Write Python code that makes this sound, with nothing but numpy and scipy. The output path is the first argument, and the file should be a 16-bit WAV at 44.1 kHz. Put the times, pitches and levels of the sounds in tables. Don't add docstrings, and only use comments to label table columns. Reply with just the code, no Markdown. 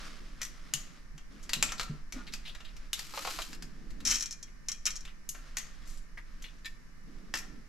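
import sys
import numpy as np
from scipy import signal
from scipy.fft import rfft, irfft, next_fast_len
from scipy.io import wavfile
from scipy.ndimage import uniform_filter1d, map_coordinates

SR = 44100
rng = np.random.default_rng(int(sys.argv[2]) if len(sys.argv) > 2 else 0)


def log_audio(samples):
    frames = np.atleast_2d(samples).T
    limited = np.clip(frames, -1, 1)
    pcm = np.round(limited * 32767).astype(np.int16)
    wavfile.write(sys.argv[1], SR, pcm)


N = 338688

# (frequency [Hz], level [dB])
SHUFFLE_SPECTRUM = [(60, -39), (100, -26), (165, 3), (250, 1), (350, -6.5), (500, -15.5), (900, -28),
                    (2000, -73)]


def amp(db):
    return 10 ** (np.asarray(db) / 20)


def unit(x):
    return x / np.sqrt(np.mean(x ** 2) + 1e-20)


def along(points, hz):
    frequencies, values = np.transpose(points)
    return np.interp(np.log(hz + 1), np.log(frequencies + 1), values)


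def curve(points):
    return np.interp(np.arange(N) / SR, *np.transpose(points))


def wobble(rate):
    knots = rng.standard_normal(int(N * rate / SR) + 4)
    return map_coordinates(knots, [np.arange(N) * rate / SR])


def fade(t, t60):
    return amp(-60 * t / np.maximum(t60, 1e-3))


def peak(hz, centre_hz, half_width_hz):
    return 1 / (1 + ((hz - centre_hz) / half_width_hz) ** 2)


def filtered(x, response):
    size = next_fast_len(N + SR // 2)
    return irfft(rfft(x, size) * response(np.fft.rfftfreq(size, 1 / SR)), size)[..., :N]


def coloured(x, gain, size=2048):
    cepstrum = irfft(np.log(np.maximum(gain(np.fft.rfftfreq(size, 1 / SR)), 1e-6)))
    cepstrum[1:size // 2] *= 2
    cepstrum[size // 2 + 1:] = 0
    return signal.fftconvolve(x, irfft(np.exp(rfft(cepstrum))))[:len(x)]


def rush(spectrum, side_db):
    noise = filtered(rng.standard_normal((2, N)), lambda hz: amp(along(spectrum, hz)))
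    mid, side = noise * amp([[0], [side_db]])
    return unit(np.array([mid + side, mid - side]))


def burst(envelope, passes=3):
    size = len(envelope)
    x = rng.standard_normal(size) * envelope
    for _ in range(passes):
        spectrum = rfft(x, 2 * size)
        power = np.abs(uniform_filter1d(np.abs(spectrum) ** 2, size // 64))
        x = irfft(spectrum / np.sqrt(power + 1e-12))[:size]
    return x * np.linalg.norm(envelope) / np.linalg.norm(x)


def ringing(modes, t, knots):
    hz, db, t60 = np.transpose(modes)[:, :, None]
    draws = rng.standard_normal((2, len(modes), knots))
    grid = np.linspace(0, t[-1], knots)
    in_phase, quadrature = [np.array([np.interp(t, grid, row) for row in part]) for part in draws]
    phase = 2 * np.pi * (hz * t + rng.random(hz.shape))
    partials = (1 + .5 * in_phase) * np.sin(phase) + .5 * quadrature * np.cos(phase)
    return np.sum(amp(db) * fade(t, t60) * partials, axis=0)


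def add(track, start, sound):
    part = track[..., max(round(start * SR), 0):][..., :sound.shape[-1]]
    part += sound[..., :part.shape[-1]]


def in_room(sound, early_db, early_t60, tail_db, side_db):
    # (frequency [Hz], t60 [s])
    room_t60 = [(150, 0.55), (1000, 0.63), (3000, 0.42), (7000, 0.39), (13000, 0.29)]
    hz, t, noise = signal.stft(rng.standard_normal((2, SR // 2)), SR, nperseg=256)
    decay = amp(tail_db) * fade(t, along(room_t60, hz)[:, None]) + amp(early_db) * fade(t, early_t60)
    mid, side = signal.istft(noise * decay, SR, nperseg=256)[1] * amp([[0], [side_db]])
    response = np.array([mid + side, mid - side])
    response[:, :round(.003 * SR)] = 0
    response[:, 0] = 1
    return signal.fftconvolve(sound[None], response, axes=1)


def air_and_fan(air_db=-58.5, whine_db=-1):
    # (frequency [Hz], level [dB])
    air_spectrum = [(59, -18), (100, -7.5), (140, 5.5), (185, 3.5), (415, -12.5), (801, -18), (1170, -12),
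                    (1680, -14), (1830, -12.5), (2170, -12.5), (3120, -27.5), (5530, -18.5), (9210, -32.5),
                    (11900, -30), (16000, -57)]
    # (frequency [Hz], level [dB])
    fan_tones = [(1200, -81), (1561, -77.5), (1680, -76.5), (1798, -73), (2040, -88), (2939, -82)]
    t = np.arange(N) / SR
    tone = lambda hz: np.sqrt(2) * amp(wobble(5)) * np.sin(2 * np.pi * hz * t + wobble(14))
    whine = np.array([sum(amp(db + whine_db) * tone(hz) for hz, db in fan_tones) for _ in range(2)])
    return amp(air_db) * rush(air_spectrum, side_db=0) + whine


def handling(attack_s=0.03, release_t60=0.48, sway_db=2, lean_db=1):
    # (time [s], duration [s], sleeve level [dB], shuffle level [dB])
    moves = [(-0.03, 0.11, -46.5, -54.5), (0.1, 0.868, -57.5, -62), (1.292, 0.67, -59.5, -57.5),
             (1.544, 0.052, -63, -50), (2.126, 0.068, -52, -49), (2.29, 0.57, -60, -66),
             (3.472, 0.524, -64, -54.5), (4.02, 0.11, -60, -49.5), (4.84, 0.08, -52.5, -62),
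             (5.327, 0.6, -57.5, -66.5), (6.24, 0.34, -63, -66.5), (7.05, 0.55, -66, -55.5)]
    # (frequency [Hz], level [dB])
    cloth_spectrum = [(290, -32), (500, -4), (613, -3), (698, -7.5), (906, -9.5), (1180, 1), (3440, -6),
                      (5160, -5.5), (8580, -18.5), (11800, -24.5), (16000, -41)]
    # (frequency [Hz], level [dB])
    rumble_spectrum = [(8, 2.5), (18, 8), (30, 3), (45, -10), (65, -15), (100, -34), (200, -70), (500, -89)]
    # (time [s], level [dB])
    rumble_levels = [(0, -45.5), (1.3, -46), (1.6, -40), (3.1, -43), (4.1, -41.5), (4.5, -49), (5.95, -44),
                     (6.35, -47.5), (7.68, -48)]
    t, rub, motion = np.arange(N) / SR, np.zeros(N), np.zeros(N)
    for start, length, rub_db, shuffle_db in moves:
        attack = np.clip((t - start) / attack_s, 0, 1)
        effort = attack * fade(np.maximum(t - start - length, 0), release_t60)
        rub += amp(rub_db - 3) * effort
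        motion += amp(shuffle_db - 1) * effort
    grain = unit(amp(1.65 * wobble(400) + 1.14 * wobble(25)))
    cloth = rub * grain * rush(cloth_spectrum, side_db=-7)
    shuffle = motion * unit(amp(2.4 * wobble(14))) * rush(SHUFFLE_SPECTRUM, side_db=-6)
    rumble = amp(curve(rumble_levels) + sway_db * wobble(4.6)) * rush(rumble_spectrum, side_db=-10.5)
    return cloth + (shuffle + rumble) * amp([[-lean_db], [lean_db]])


def scrapes(grain_db=8, relative_width=0.29):
    # (time [s], level [dB], duration [s], resonance [Hz])
    slides = [(0.406, -41, 0.012, 1990), (1.416, -55, 0.039, 6000), (1.678, -43, 0.033, 2800),
              (1.777, -43.5, 0.029, 4300), (2.154, -51.5, 0.1, 1270), (2.261, -48, 0.026, 3040),
              (2.323, -37, 0.021, 4550), (2.449, -46, 0.055, 3200), (2.475, -41.5, 0.023, 3440),
              (2.643, -52, 0.049, 3160), (4.475, -57.5, 0.0088, 2470), (5.065, -52, 0.038, 2520),
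              (5.849, -53, 0.11, 6300), (6.172, -47, 0.023, 1730), (6.432, -46, 0.048, 2840)]
    track, t = np.zeros((2, N)), np.arange(SR // 3) / SR
    for start, db, length, centre_hz in slides:
        slips = rng.standard_normal(len(t)) * unit(amp(grain_db * wobble(684)[:len(t)]))
        grit = unit(coloured(slips, lambda hz: peak(hz, centre_hz, relative_width * centre_hz) ** 0.7))
        progress = t / length
        swell = 3 * progress * np.exp(1 - 3 * progress)
        scrape = amp(db) * swell * grit
        add(track, start, in_room(scrape, early_db=-21.5, early_t60=0.084, tail_db=-47, side_db=-6))
    return track


def contacts(gap_s=0.014, slowing=1.4, loss_db=3.5, brightening=1.8, touches_per_s=0.7, touch_db=-49):
    # (time [s], level [dB], brightness [dB/octave], low ring [Hz], high ring [Hz], contacts [count])
    blows = [(0.416, -20, 0, 1930, 5850, 3), (0.737, -12.5, 2.7, 2900, 6650, 1),
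             (1.178, -35.5, -2.5, 3190, 6100, 1), (1.493, -22.5, -1.5, 1920, 4640, 1),
             (1.533, -11, 1, 2790, 3980, 1), (1.626, -6.5, -0.4, 2520, 7500, 1),
             (1.72, -21, -2, 1180, 5900, 1), (1.796, -19, -3.5, 1280, 4230, 3),
             (2.123, -25.5, 0, 2220, 5860, 1), (2.336, -22.5, 0, 2550, 4760, 1),
             (2.549, -32.5, -3, 1870, 3800, 1), (2.604, -36, -5, 2800, 3670, 1),
             (2.765, -36, -1, 2390, 5640, 1), (2.931, -14.5, 2.5, 2900, 3700, 1),
             (2.992, -23, 1.5, 1740, 4660, 1), (3.419, -23, 1, 3130, 4070, 1),
             (3.529, -29, -1.5, 1630, 4970, 1), (3.623, -28, 0.5, 1610, 5000, 1),
             (3.904, -38.5, 0.5, 2020, 4290, 1), (4.003, -34.5, -1, 1280, 3900, 1),
             (5.051, -32.5, -2, 2500, 3660, 1), (5.29, -24, 10, 2860, 6500, 1),
             (5.347, -35, -5.5, 1600, 6800, 1), (5.569, -17.5, 0.5, 1920, 6440, 2),
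             (6.422, -33.5, 2, 3200, 6280, 1), (6.656, -30.5, 3.5, 2600, 4940, 1),
             (7.339, -17.5, -3, 1830, 5350, 2), (7.372, -24, 2.5, 2450, 5660, 2)]
    rows = []
    for start, db, brightness, low_hz, high_hz, count in blows:
        for k in range(round(count)):
            rows.append((start, db - loss_db * k, brightness + brightening * k, low_hz, high_hz))
            start += gap_s * slowing ** k
    for when, low, high in rng.random((round(touches_per_s * N / SR), 3)):
        rows.append((when * N / SR, touch_db, 0, 1600 * 2 ** low, 3800 * 2 ** high))
    return rows


def clicks(pivot_hz=4540, ring_db=9, chatter_db=-14, chatter_t60=0.037, gain_db=7):
    # (frequency [Hz], level [dB])
    click_spectrum = [(300, -12.5), (750, -10.5), (1300, -7), (2150, -4.5), (4140, -7), (6650, -6),
                      (10900, -16.5), (16000, -20)]
    # (frequency [Hz], level [dB], t60 [s])
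    iron_modes = [(625, -13, 0.5), (754, -5.5, 0.16), (910, -21, 0.18), (1358, -5, 0.48), (1812, 5, 0.1),
                  (2330, -5, 0.15), (2735, 3, 0.14), (2920, -27, .12), (7200, -6, .08), (7550, -3, .08)]
    track, t = np.zeros((2, N)), np.arange(SR // 3) / SR
    for start, db, brightness, low_hz, high_hz in contacts():
        tilt = lambda hz: brightness * np.log2(np.clip(hz, 600, 12000) / pivot_hz)
        rings = lambda hz: peak(hz, low_hz, half_width_hz=170) + peak(hz, high_hz, half_width_hz=380)
        rise_s = 0.0002 * amp(-db) ** 0.62
        crack_t60 = 0.0092 * (1 - 0.0429 * db)
        onset = 1 - np.exp(-t / rise_s)
        crack = burst(onset * (fade(t, crack_t60) + amp(chatter_db) * fade(t, chatter_t60)))
        hit = coloured(crack, lambda hz: amp(along(click_spectrum, hz) + tilt(hz) + ring_db * rings(hz)))
        iron_db = -40.5 - 2.5 * brightness
        click = amp(db + gain_db) * (hit + amp(iron_db) * ringing(iron_modes, t, knots=70))
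        add(track, start, in_room(click, early_db=-30.5, early_t60=0.073, tail_db=-39.5, side_db=-4))
    return track


def bumps(attack_s=0.0035, thud_t60=0.21, thud_db=3):
    # (time [s], level [dB], frequency [Hz], t60 [s])
    soft_blows = [(0.742, -40, 141.4, 0.19), (1.14, -43, 150, 0.18), (1.565, -37, 158.5, 0.13),
                  (1.592, -40, 143, 0.12), (1.639, -46, 252, 0.21), (1.679, -53, 164, 0.15),
                  (1.896, -27.5, 148.6, 0.17), (2.161, -35, 250, 0.14), (7.34, -45, 327, 0.16)]
    track, t = np.zeros(N), np.arange(SR // 2) / SR
    onset = 1 - np.exp(-t / attack_s)
    for start, db, mode_hz, t60 in soft_blows:
        thud = coloured(burst(fade(t, thud_t60)), lambda hz: amp(along(SHUFFLE_SPECTRUM, hz) + thud_db))
        mode = np.sin(2 * np.pi * mode_hz * t) * fade(t, t60)
        add(track, start, amp(db) * onset * (mode + thud))
    return track


def blade_pull(ramp_s=0.017, grain_db=2, ticks_per_s=90, tick_db=-6.5, gain_db=1, lean_db=1):
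    # (time [s], level [dB])
    pull_levels = [(2.96, -64), (2.984, -50), (3.106, -54), (3.164, -47.5), (3.342, -43), (3.432, -48.5),
                   (3.56, -59), (3.6, -89)]
    # (frequency [Hz], level [dB])
    slide_spectrum = [(180, -34), (300, -1.5), (379, -11), (614, -15), (946, -10.5), (1300, -2.5),
                      (1560, -6.5), (2030, -7), (2480, -4.5), (3640, -6.5), (4020, -3.5), (7820, -8.5),
                      (9390, -18), (11900, -11), (16000, -36)]
    t = np.arange(N) / SR
    start, end = pull_levels[0][0], pull_levels[-1][0]
    moving = np.clip(np.minimum(t - start, end - t) / ramp_s, 0, 1)
    hiss = unit(amp(grain_db * wobble(500) + wobble(45))) * rush(slide_spectrum, side_db=-5.5)
    impulses = (rng.random(N) < ticks_per_s / SR) * rng.standard_normal(N)
    ticks = signal.fftconvolve(impulses, burst(fade(t[:1024], t60=.008)))[:N]
    rasp = amp(tick_db) * unit(coloured(ticks, lambda hz: amp(along(slide_spectrum, hz))))
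    return moving * amp(curve(pull_levels) + gain_db) * (hiss + rasp) * amp([[lean_db], [-lean_db]])


def spool_knocks(knock_t60=0.022, hollow_db=4, half_width_hz=220, gain_db=10):
    # (time [s], level [dB], resonance [Hz])
    catches = [(3.138, -32, 1240), (3.176, -24.5, 1070), (3.25, -25.5, 900), (3.274, -23, 800),
               (3.3883, -25, 1350)]
    # (frequency [Hz], level [dB])
    case_spectrum = [(250, -18), (480, 3.5), (700, 3.5), (1300, 3.5), (1600, -7), (2500, -3), (3400, -11.5),
                     (4300, -4), (6000, -15), (12000, -29)]
    track, t = np.zeros((2, N)), np.arange(SR // 3) / SR
    for start, db, centre_hz in catches:
        shell = lambda hz: amp(along(case_spectrum, hz) + hollow_db * peak(hz, centre_hz, half_width_hz))
        knock = amp(db + gain_db) * coloured(burst(fade(t, knock_t60)), shell)
        add(track, start, in_room(knock, early_db=-27, early_t60=0.095, tail_db=-47.5, side_db=-5))
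    return track


def snaps(swing_s=0.0507, buckle_s=4.053, hold_s=0.068, buckle_db=-14, fade_db_per_s=83, count=19):
    # (time [s], level [dB], swings [count], loss per swing [dB])
    strikes = [(4.051, -16, 1, 0), (4.073, -9, 1, 0), (4.106, -10.5, 5, 2.5), (4.1116, -7, 1, 0),
               (4.224, -14, 1, 0), (4.325, -22, 1, 0), (4.428, -23.5, 1, 0), (4.685, -12.5, 1, 0),
               (4.717, -16, 1, 0), (4.8546, -12, 4, 6.5), (4.864, -8, 1, 0), (4.963, -22, 1, 0)]
    slaps = [(start + swing_s * k, db - loss_db * k)
             for start, db, swings, loss_db in strikes for k in range(round(swings))]
    gaps_s = 0.005 * 1.07 ** np.arange(count)
    ages = np.cumsum(gaps_s) - gaps_s * rng.uniform(.5, 1, count)
    levels = buckle_db - fade_db_per_s * np.maximum(ages - hold_s, 0) + rng.normal(0, 2, count)
    return slaps + list(zip(buckle_s + ages, levels))


def blade_slaps(rise_s=0.00086, snap_t60=.011, flex_t60=0.11, modes_db=-35, gain_db=11):
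    # (frequency [Hz], level [dB])
    ring_spectrum = [(3000, -30.5), (4200, -17), (4800, -18.5), (5250, -12.5), (5620, -3.5), (6000, -12.5),
                     (6450, -7.5), (7100, -17.5), (7900, -17.5), (8700, -35), (11000, -37)]
    # (frequency [Hz], level [dB])
    edge_spectrum = [(7000, -31), (9000, -4.5), (10200, -6.5), (12000, -22.5), (15000, -11)]
    # (frequency [Hz], level [dB])
    flex_spectrum = [(400, -23), (800, -26.5), (1300, -10.5), (1780, -12.5), (2100, -11), (2450, -8),
                     (2900, -11.5), (3150, -5), (3450, -29), (3900, -7), (4700, -51), (5500, -26)]
    # (frequency [Hz], level [dB], t60 [s])
    blade_modes = [(1816, -7.5, 0.1), (2410, -13, .2), (3250, -13.5, 0.18), (5160, -8, 0.058),
                   (5600, -8, 0.074), (5760, -19, 0.077), (5900, -14, 0.1), (6300, -15, 0.081),
                   (6940, -20, 0.098)]
    track, t = np.zeros((2, N)), np.arange(SR // 3) / SR
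    onset = 1 - np.exp(-t / rise_s)
    bright = lambda hz: np.hypot(amp(along(ring_spectrum, hz) + 7.5), amp(along(edge_spectrum, hz) - 11))
    for start, db in snaps():
        snap = coloured(burst(onset * fade(t, snap_t60)), bright)
        flex_db = -4 + 1.04 * db
        body = lambda hz: amp(along(flex_spectrum, hz) + flex_db)
        flex = coloured(burst(onset * fade(t, flex_t60)), body)
        slap = amp(db + gain_db) * (snap + flex + amp(modes_db) * ringing(blade_modes, t, knots=50))
        add(track, start, in_room(slap, early_db=-24, early_t60=0.048, tail_db=-43, side_db=-3))
    return track


def clinks(grit_t60=0.057, grit_db=7, gain_db=-7):
    # (time [s], level [dB])
    shifts = [(6.647, -37), (6.6567, -33)]
    # (frequency [Hz], level [dB], t60 [s])
    part_modes = [(1812, 2, 0.089), (2290, -5, 0.073), (2565, -7.5, 0.073), (3470, -5.5, 0.054),
                  (3920, -4, 0.04), (3980, -2.5, 0.035), (4930, -8, 0.067), (7000, -5, 0.037)]
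    track, t = np.zeros((2, N)), np.arange(SR // 3) / SR
    for start, db in shifts:
        grit = coloured(burst(fade(t, grit_t60)), lambda hz: amp(grit_db) * peak(hz, 2700, 1600))
        clink = amp(db + gain_db) * (ringing(part_modes, t, knots=60) + grit)
        add(track, start, in_room(clink, early_db=-19.5, early_t60=0.057, tail_db=-40.5, side_db=-6))
    return track


def scene(lag_samples=0.81):
    # (frequency [Hz], gain [dB])
    mic_response = [(60, -2.5), (200, -15.5), (500, -10), (1000, -7), (7800, -3.5), (9300, -10.5),
                    (11800, 2.5), (13000, -9), (14000, -12.5), (16000, -27)]
    # (frequency [Hz], left over right [dB])
    balance = [(300, -2.5), (2400, 2.5), (4400, 1.5), (6500, 4), (8500, 8), (10000, 6), (11500, 1.5),
               (15000, 1.5)]
    gain = lambda hz: amp(along(mic_response, hz) + np.outer([.5, -.5], along(balance, hz)))
    delay = lambda hz: np.exp(np.outer([-1j, 1j], np.pi * hz * lag_samples / SR))
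    tools = clicks() + blade_slaps() + spool_knocks() + clinks() + scrapes()
    at_ports = filtered(tools, lambda hz: gain(hz) * delay(hz))
    return at_ports + bumps() + blade_pull() + handling() + air_and_fan()


def record(dry):
    return filtered(dry, lambda hz: hz < 16000)


dry = scene()
out = record(dry)
log_audio(out)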